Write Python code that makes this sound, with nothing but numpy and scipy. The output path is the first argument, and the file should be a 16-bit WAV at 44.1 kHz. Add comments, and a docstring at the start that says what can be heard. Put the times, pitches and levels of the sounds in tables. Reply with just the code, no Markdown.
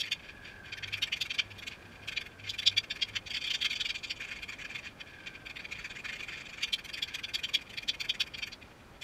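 """A spray paint can is shaken by hand, close by in a garden. Its mixing ball knocks against the ends
in short bursts and, in the middle part, is swirled round the wall. Each knock is a short, smeared
'chk': the paint-damped modes of the steel shell with a bright tick. Between knocks the ball rolls
with a duller ring. Behind the can are quiet outdoor air, a far frog-like trill and a low hum that
comes and goes."""
import sys
import numpy as np
from scipy import signal
from scipy.fft import rfft, irfft
from scipy.io import wavfile
from scipy.ndimage import uniform_filter1d

SR = 44100
rng = np.random.default_rng(int(sys.argv[2]) if len(sys.argv) > 2 else 0)


def generate_wav(sig):
    """Save sig (samples, or channels by samples) to the path in sys.argv[1] as 16-bit PCM at SR."""
    pcm = np.round(np.clip(np.atleast_2d(sig).T, -1, 1) * 32767).astype(np.int16)
    wavfile.write(sys.argv[1], SR, pcm)


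N = 398531


def undb(db):
    """Amplitude ratio of a level in decibels."""
    return 10 ** (np.asarray(db) / 20)


def unit(x):
    """Normalisation to an rms of 1."""
    return x / np.sqrt(np.mean(x ** 2))


def colour(points, hz):
    """Spectral envelope: gain interpolated through (Hz, dB) points along log frequency."""
    knots, db = np.transpose(points)
    return undb(np.interp(np.log(hz + 1), np.log(knots), db))


def wander(rate_hz):
    """Slow random modulation: random steps, smoothed twice, with an rms of 1."""
    step = int(SR / rate_hz)
    levels = np.repeat(rng.standard_normal(N // step + 1), step)
    return unit(uniform_filter1d(uniform_filter1d(levels, step), step)[:N])


def swell(middle_s, length_s):
    """Raised-cosine envelope: one smooth rise and fall."""
    return np.cos(np.pi * np.clip((np.arange(N) / SR - middle_s) / length_s, -.5, .5)) ** 2


def reverberate(x, t60_s):
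    """Diffuse reflections decay exponentially; the result is as strong as the input."""
    t = np.arange(SR // 3) / SR
    tail = rng.standard_normal(len(t)) * np.exp(-np.log(1000) * t / t60_s)
    return np.std(x) * unit(signal.fftconvolve(x, tail)[:N])


# The spectrum of outdoor air. Each row: frequency in Hz, relative spectral density in dB.
AIR_SPECTRUM = [(12, -20), (20, -9.5), (49, 0), (294, -6.5), (433, -9.5), (511, -9.5), (571, -10.5),
                (656, -11.5), (1110, -14), (1390, -13.5), (2220, -20), (15000, -41)]
def air(level_db=-54, drift_db=0.4):
    """Outdoor air is broadband noise, strongest in the bass, at a nearly steady level."""
    hz = np.arange(N // 2 + 1) * SR / N
    noise = irfft(rfft(rng.standard_normal(N)) * colour(AIR_SPECTRUM, hz), N)
    return unit(noise) * undb(level_db + drift_db * wander(1.89))


# The swells of the hum. Each row: middle in seconds, length in seconds, peak level in dB.
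HUM_SWELLS = [(0.902, 0.49, -54), (1.515, 0.35, -55), (2.057, 0.17, -57), (2.47, 0.29, -51),
              (2.735, 0.37, -49.5), (3.147, 0.33, -55)]
def hum(pitch_hz=100.3, floor_db=-71):
    """Amplitude modulation: a low tone swells and fades above a faint wavering floor."""
    phase = 2 * np.pi * pitch_hz * np.arange(N) / SR + 0.12 * wander(6)
    swells = sum(undb(db) * swell(middle, length) for middle, length, db in HUM_SWELLS)
    return np.sqrt(2) * np.sin(phase) * (undb(floor_db) * wander(3.6) + swells)


# The far trills. Each row: middle in seconds, length in seconds, peak level in dB.
TRILL_CALLS = [(0.643, 1.36, -53), (2.036, 2.2, -60), (5.264, 0.87, -55), (7.2, 0.98, -56.5)]
def trills(pitch_hz=1590, fall_hz=170, pulse_hz=47.36, jitter_rad=0.69):
    """A pulse train on a sinking carrier makes a trill; reverberation blurs it with distance."""
    t, out = np.arange(N) / SR, 0
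    cycle = (t * pulse_hz) % 1
    pulses = np.sin(np.pi * cycle) ** 6
    for middle, length, db in TRILL_CALLS:
        pitch = pitch_hz - fall_hz * np.clip((t - middle) / length, -.5, .5)
        phase = 2 * np.pi * pitch * (cycle - .5) / pulse_hz + jitter_rad * wander(110)
        out = out + undb(db) * swell(middle, length) * unit(pulses * np.sin(phase))
    return reverberate(out, t60_s=0.12)


def garden_echo(x, slap_s=0.02, slap_db=-19, tail_db=-24):
    """Reflection from a nearby surface gives one echo; scattering in the garden adds a short tail."""
    slap = np.pad(x, (int(slap_s * SR), 0))[:N]
    return undb(slap_db) * slap + undb(tail_db) * reverberate(x, t60_s=0.054)


# The tick of steel on steel. Each row: frequency in Hz, relative level in dB.
TICK_SPECTRUM = [(700, -16), (2000, 5), (6000, 7), (8500, -1.5), (9800, -6), (11000, -6), (11900, 2),
                 (13200, -12), (14800, -11.5), (15700, -32)]
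def steel_tick(force, hz):
    """A brief, hard contact radiates treble: the force spectrum is shaped into that of a tick."""
    return force * colour(TICK_SPECTRUM, hz)


# The modes of the paint-damped can. Each row: frequency in Hz, bandwidth in Hz, relative level in dB.
SHELL_MODES = [(1064, 200, -11), (1538, 310, -11.5), (1749, 166, -6.5), (2156, 66, -2), (2418, 106, 6),
               (2718, 220, -5.5), (3142, 106, -1.5), (3345, 94, -4), (3480, 100, -4.5), (3760, 120, -10.5),
               (4360, 220, -13), (4550, 102, -10), (4665, 112, -6), (5010, 67, -20), (5634, 166, -15.5),
               (6700, 410, -28.5), (6990, 150, -24.5), (7640, 86, -23)]
def can_modes(hz, skirt_octaves=0.93, low_hz=1300, high_hz=7900):
    """Each mode is a damped resonator radiating near its own pitch; one complex response a row."""
    centre, width, db = np.transpose(SHELL_MODES)[:, :, None]
    resonance = 1j * hz * width / (centre ** 2 - hz ** 2 + 1j * hz * width)
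    skirt = 1 / (1 + (np.log2((hz + 1) / centre) / skirt_octaves) ** 2)
    # the small shell radiates no bass, and paint deadens its top
    band = 1 / np.sqrt((1 + (low_hz / (hz + 1)) ** 10) * (1 + (hz / high_hz) ** 20))
    return undb(db) * skirt * band * resonance


def shot_noise(samples, per_s, spread_db=3):
    """Shot noise: impulses at random times, uneven in size and sign."""
    sign, strength = rng.standard_normal((2, samples))
    return (rng.random(samples) < per_s / SR) * np.sign(sign) * undb(spread_db * strength)


# The swirls, in which the ball slides round the wall. Each row: start in seconds, end in seconds,
# level of a usual bump in dB, hardness (the higher, the brighter the blow).
SWIRL_SPANS = [(3.25, 4.176, -48.5, 5.5), (4.18, 4.919, -42, -7), (5.705, 6.617, -43, -4.5)]
def rolling(loose_db=-55.5, rest_s=8.15, settle_db_per_s=16, swirl_re_bump_db=-5.5, ramp_s=0.042):
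    """Rolling contact: the ball lurches along the wall, cushioned by paint, so the can rings duller."""
    t, hz = np.arange(N) / SR, np.arange(N // 2 + 1) * SR / N
    lurch_db, tilt_db_per_octave, tick_db = 6, -4, -28
    force = rfft(shot_noise(N, per_s=5000) * undb(lurch_db * wander(60)))
    wall = np.sqrt((np.abs(can_modes(hz)) ** 2).sum(axis=0))
    cushion = undb(tilt_db_per_octave * np.log2(np.clip(hz, 2000, 4000) / 3000))
    ring = unit(irfft(force * wall * cushion, N))
    tick = undb(tick_db) * unit(irfft(steel_tick(force, hz), N))
    # soft while the can moves at all, louder in a swirl
    effort = undb(loose_db - settle_db_per_s * np.maximum(t - rest_s, 0))
    for start, end, db, _ in SWIRL_SPANS:
        ramp = np.clip(np.minimum(t - start, end - t) / ramp_s, 0, 1)
        effort = np.maximum(effort, undb(db + swirl_re_bump_db) * ramp)
    return (ring + tick) * effort


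# The clearest knocks as the can is swirled or turned, plus a few extra knocks between strokes, such as the ball
# falling back just after the first stroke. Each row: time in seconds, level in dB.
CLEAR_KNOCKS = [(0.043, -37.5), (0.081, -40), (0.203, -50), (0.456, -45), (0.663, -48), (1.517, -44.5),
                (2.479, -39.5), (3.277, -40.5), (3.314, -35.5), (3.35, -32), (3.374, -32), (3.422, -37),
                (3.451, -33.5), (3.478, -32.5), (3.513, -28.5), (3.552, -29), (3.624, -28.5),
                (3.658, -25.5), (3.714, -31), (3.734, -34), (3.767, -34), (3.814, -28.5), (3.863, -31.5),
                (3.903, -30.5), (3.959, -34.5), (4.047, -35), (4.112, -32), (4.214, -37), (4.322, -38.5),
                (4.437, -36.5), (4.498, -37.5), (4.656, -38.5), (4.76, -36.5), (4.863, -44), (5.012, -39.5),
                (5.275, -37.5), (5.468, -39.5), (5.506, -40.5), (5.571, -39), (5.603, -41), (5.654, -39),
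                (5.726, -35.5), (5.855, -36.5), (5.912, -41), (6.057, -35), (6.098, -36), (6.136, -37.5),
                (6.208, -38.5), (6.238, -39), (6.292, -38.5), (8.625, -48)]
def wall_knocks(turns_per_s=24, jitter_s=.006, spread_db=1, clear_s=.028, hardness=-2, tick_db=-23.5):
    """Clear knocks, mostly against the side wall, and, away from them, a bump on each orbit of a swirled ball."""
    knocks, knock_times = list(CLEAR_KNOCKS), np.transpose(CLEAR_KNOCKS)[0]
    for turn, (late, loud) in enumerate(rng.standard_normal((240, 2))):
        s = turn / turns_per_s + jitter_s * late
        if np.abs(knock_times - s).min() > clear_s:
            knocks += [(s, db + spread_db * loud) for start, end, db, _ in SWIRL_SPANS if start < s < end]
    out = []
    for s, db in knocks:
        in_swirl = (hard for start, end, _, hard in SWIRL_SPANS if start < s < end)
        out.append((s, db, next(in_swirl, hardness), tick_db))
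    return out


# The strokes of the hand, about ten a second. Each row: time in seconds, level in dB, hardness,
# tick level in dB relative to the blow, before the lift that all ticks get.
HAND_STROKES = [(0.012, -29, 9, -14.5), (0.126, -27, 6.5, -19.5), (0.734, -35.5, 3, -30),
                (0.84, -34, 3, -30), (0.94, -30.5, 2, -22), (1.034, -25.5, 6.5, -18.5),
                (1.134, -27.5, 5.5, -23), (1.221, -28.5, 11, -14), (1.313, -31, 4, -25),
                (1.397, -23.5, 4, -26), (1.593, -44, 7, -13), (1.68, -35.5, 3, -14),
                (2.089, -33.5, -1, -14.5), (2.176, -28.5, 4.5, -33), (2.267, -44, -4, -16),
                (2.504, -32.5, 21, -15), (2.596, -31.5, 9, -18), (2.676, -18, 15.5, -25),
                (2.782, -22, 8.5, -24.5), (2.915, -31, 4, -28), (3.028, -25, 7, -29),
                (3.167, -28.5, 0, -26), (6.639, -27.5, 4.5, -15), (6.74, -25, 15, -15.5),
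                (6.856, -42.5, 1, -8), (6.945, -35, 10, -16), (7.034, -28.5, 10.5, -17),
                (7.153, -33, 6.5, -14.5), (7.246, -33.5, 8.5, -25), (7.352, -28, 8, -16),
                (7.447, -29.5, 6, -23), (7.551, -22.5, 11, -20), (7.706, -46, 4, -12),
                (7.783, -33, 7.5, -21), (7.894, -25.5, 14, -18.5), (8.013, -31.5, 3.5, -18),
                (8.102, -25.5, 11.5, -21), (8.213, -25, 6.5, -18), (8.35, -37.5, 5, -36),
                (8.434, -31.5, 2, -23), (8.533, -41, 7, -27), (9.027, -41.5, 5, -11.5)]
def end_knocks(pause_s=.17, return_share=.46, return_db=-38.5, quick_gap_s=0.08, fade_db_per_s=95):
    """Inertia throws the ball against one end on each stroke; it falls back unless the hand pauses."""
    return_hardness, return_tick_db = -4.5, -15  # a dull blow, rich in tick
    out = list(HAND_STROKES)
    for (s, db, _, _), (next_s, _, _, _) in zip(HAND_STROKES, HAND_STROKES[1:]):
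        gap = next_s - s
        if gap < pause_s:
            # the slower the shake, the weaker the return
            back_db = min(return_db - fade_db_per_s * (gap - quick_gap_s), db + 1.5)
            out.append((s + return_share * gap, back_db, return_hardness, return_tick_db))
    return out


def blows(knock_width_s=0.008, swirl_width_s=0.0091, mode_spread_db=2, tick_lift_db=2, ripple_db=5.5):
    """Impact rings the can's modes; each knock is a 'chk' that swells and fades within some 25 ms."""
    size, lead = 8192, 2048
    light_blow_db, scrape_db = -37, -62
    t, hz = (np.arange(size) - lead) / SR, np.arange(size // 2 + 1) * SR / size
    modes = can_modes(hz)
    scrape_band = np.exp(-.5 * ((hz - 6800) / 800) ** 2)
    # hard blows favour the stiff ends (3-5 kHz), soft ones the wall
    db_per_hardness = 0.9 * np.interp(hz, [1910, 2480, 3160, 4530, 6400], [-0.99, -0.51, 0.47, 0.46, 0.17])
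    # the heavier the blow, the more the domed base rings above the rest
    dome = 0.14 * np.exp(-.5 * ((hz - 3350) / 380) ** 2)
    ripple_hz = np.linspace(0, SR / 2, size // 64)
    out = np.zeros(N + 2 * size)
    for s, db, hardness, tick_db in end_knocks() + wall_knocks():
        swirled = any(start < s < end for start, end, _, _ in SWIRL_SPANS)
        envelope = np.exp(-.5 * np.abs(t / (swirl_width_s if swirled else knock_width_s)) ** 2.42)
        burst = rfft(shot_noise(size, per_s=7000) * envelope)
        # every spot on the wall drives the modes with its own signs and strengths
        signs = rng.choice([-1, 1], len(modes))
        coupling = signs * undb(mode_spread_db * rng.standard_normal(len(modes)))
        tone = undb(hardness * db_per_hardness + max(db - light_blow_db, 0) * dome)
        ring = undb(db) * unit(irfft(burst * (coupling @ modes) * tone))
        # the tick rings crowded high modes, a different few each time
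        ripple = undb(ripple_db * np.interp(hz, ripple_hz, rng.standard_normal(len(ripple_hz))))
        tick = undb(db + tick_db + tick_lift_db) * unit(irfft(steel_tick(burst, hz) * ripple))
        scrape = swirled * undb(scrape_db) * unit(irfft(burst * scrape_band))
        at = int(s * SR)
        out[at:at + size] += (ring + tick + scrape) * np.sqrt(np.mean(envelope ** 2))
    # each blow sounds about 2 ms ahead of its listed time
    return out[lead + int(.002 * SR):][:N]


def scene():
    """Superposition of the close can, its echo and the garden behind it."""
    garden = trills() + hum() + air()
    can = rolling() + blows()
    return (can + garden_echo(can) + garden)[None]


def record(dry, cutoff_hz=15500):
    """A steep elliptic low-pass filter removes the highest treble."""
    return signal.sosfilt(signal.ellip(8, .2, 70, cutoff_hz, fs=SR, output="sos"), dry)


dry = scene()
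out = record(dry)
generate_wav(out)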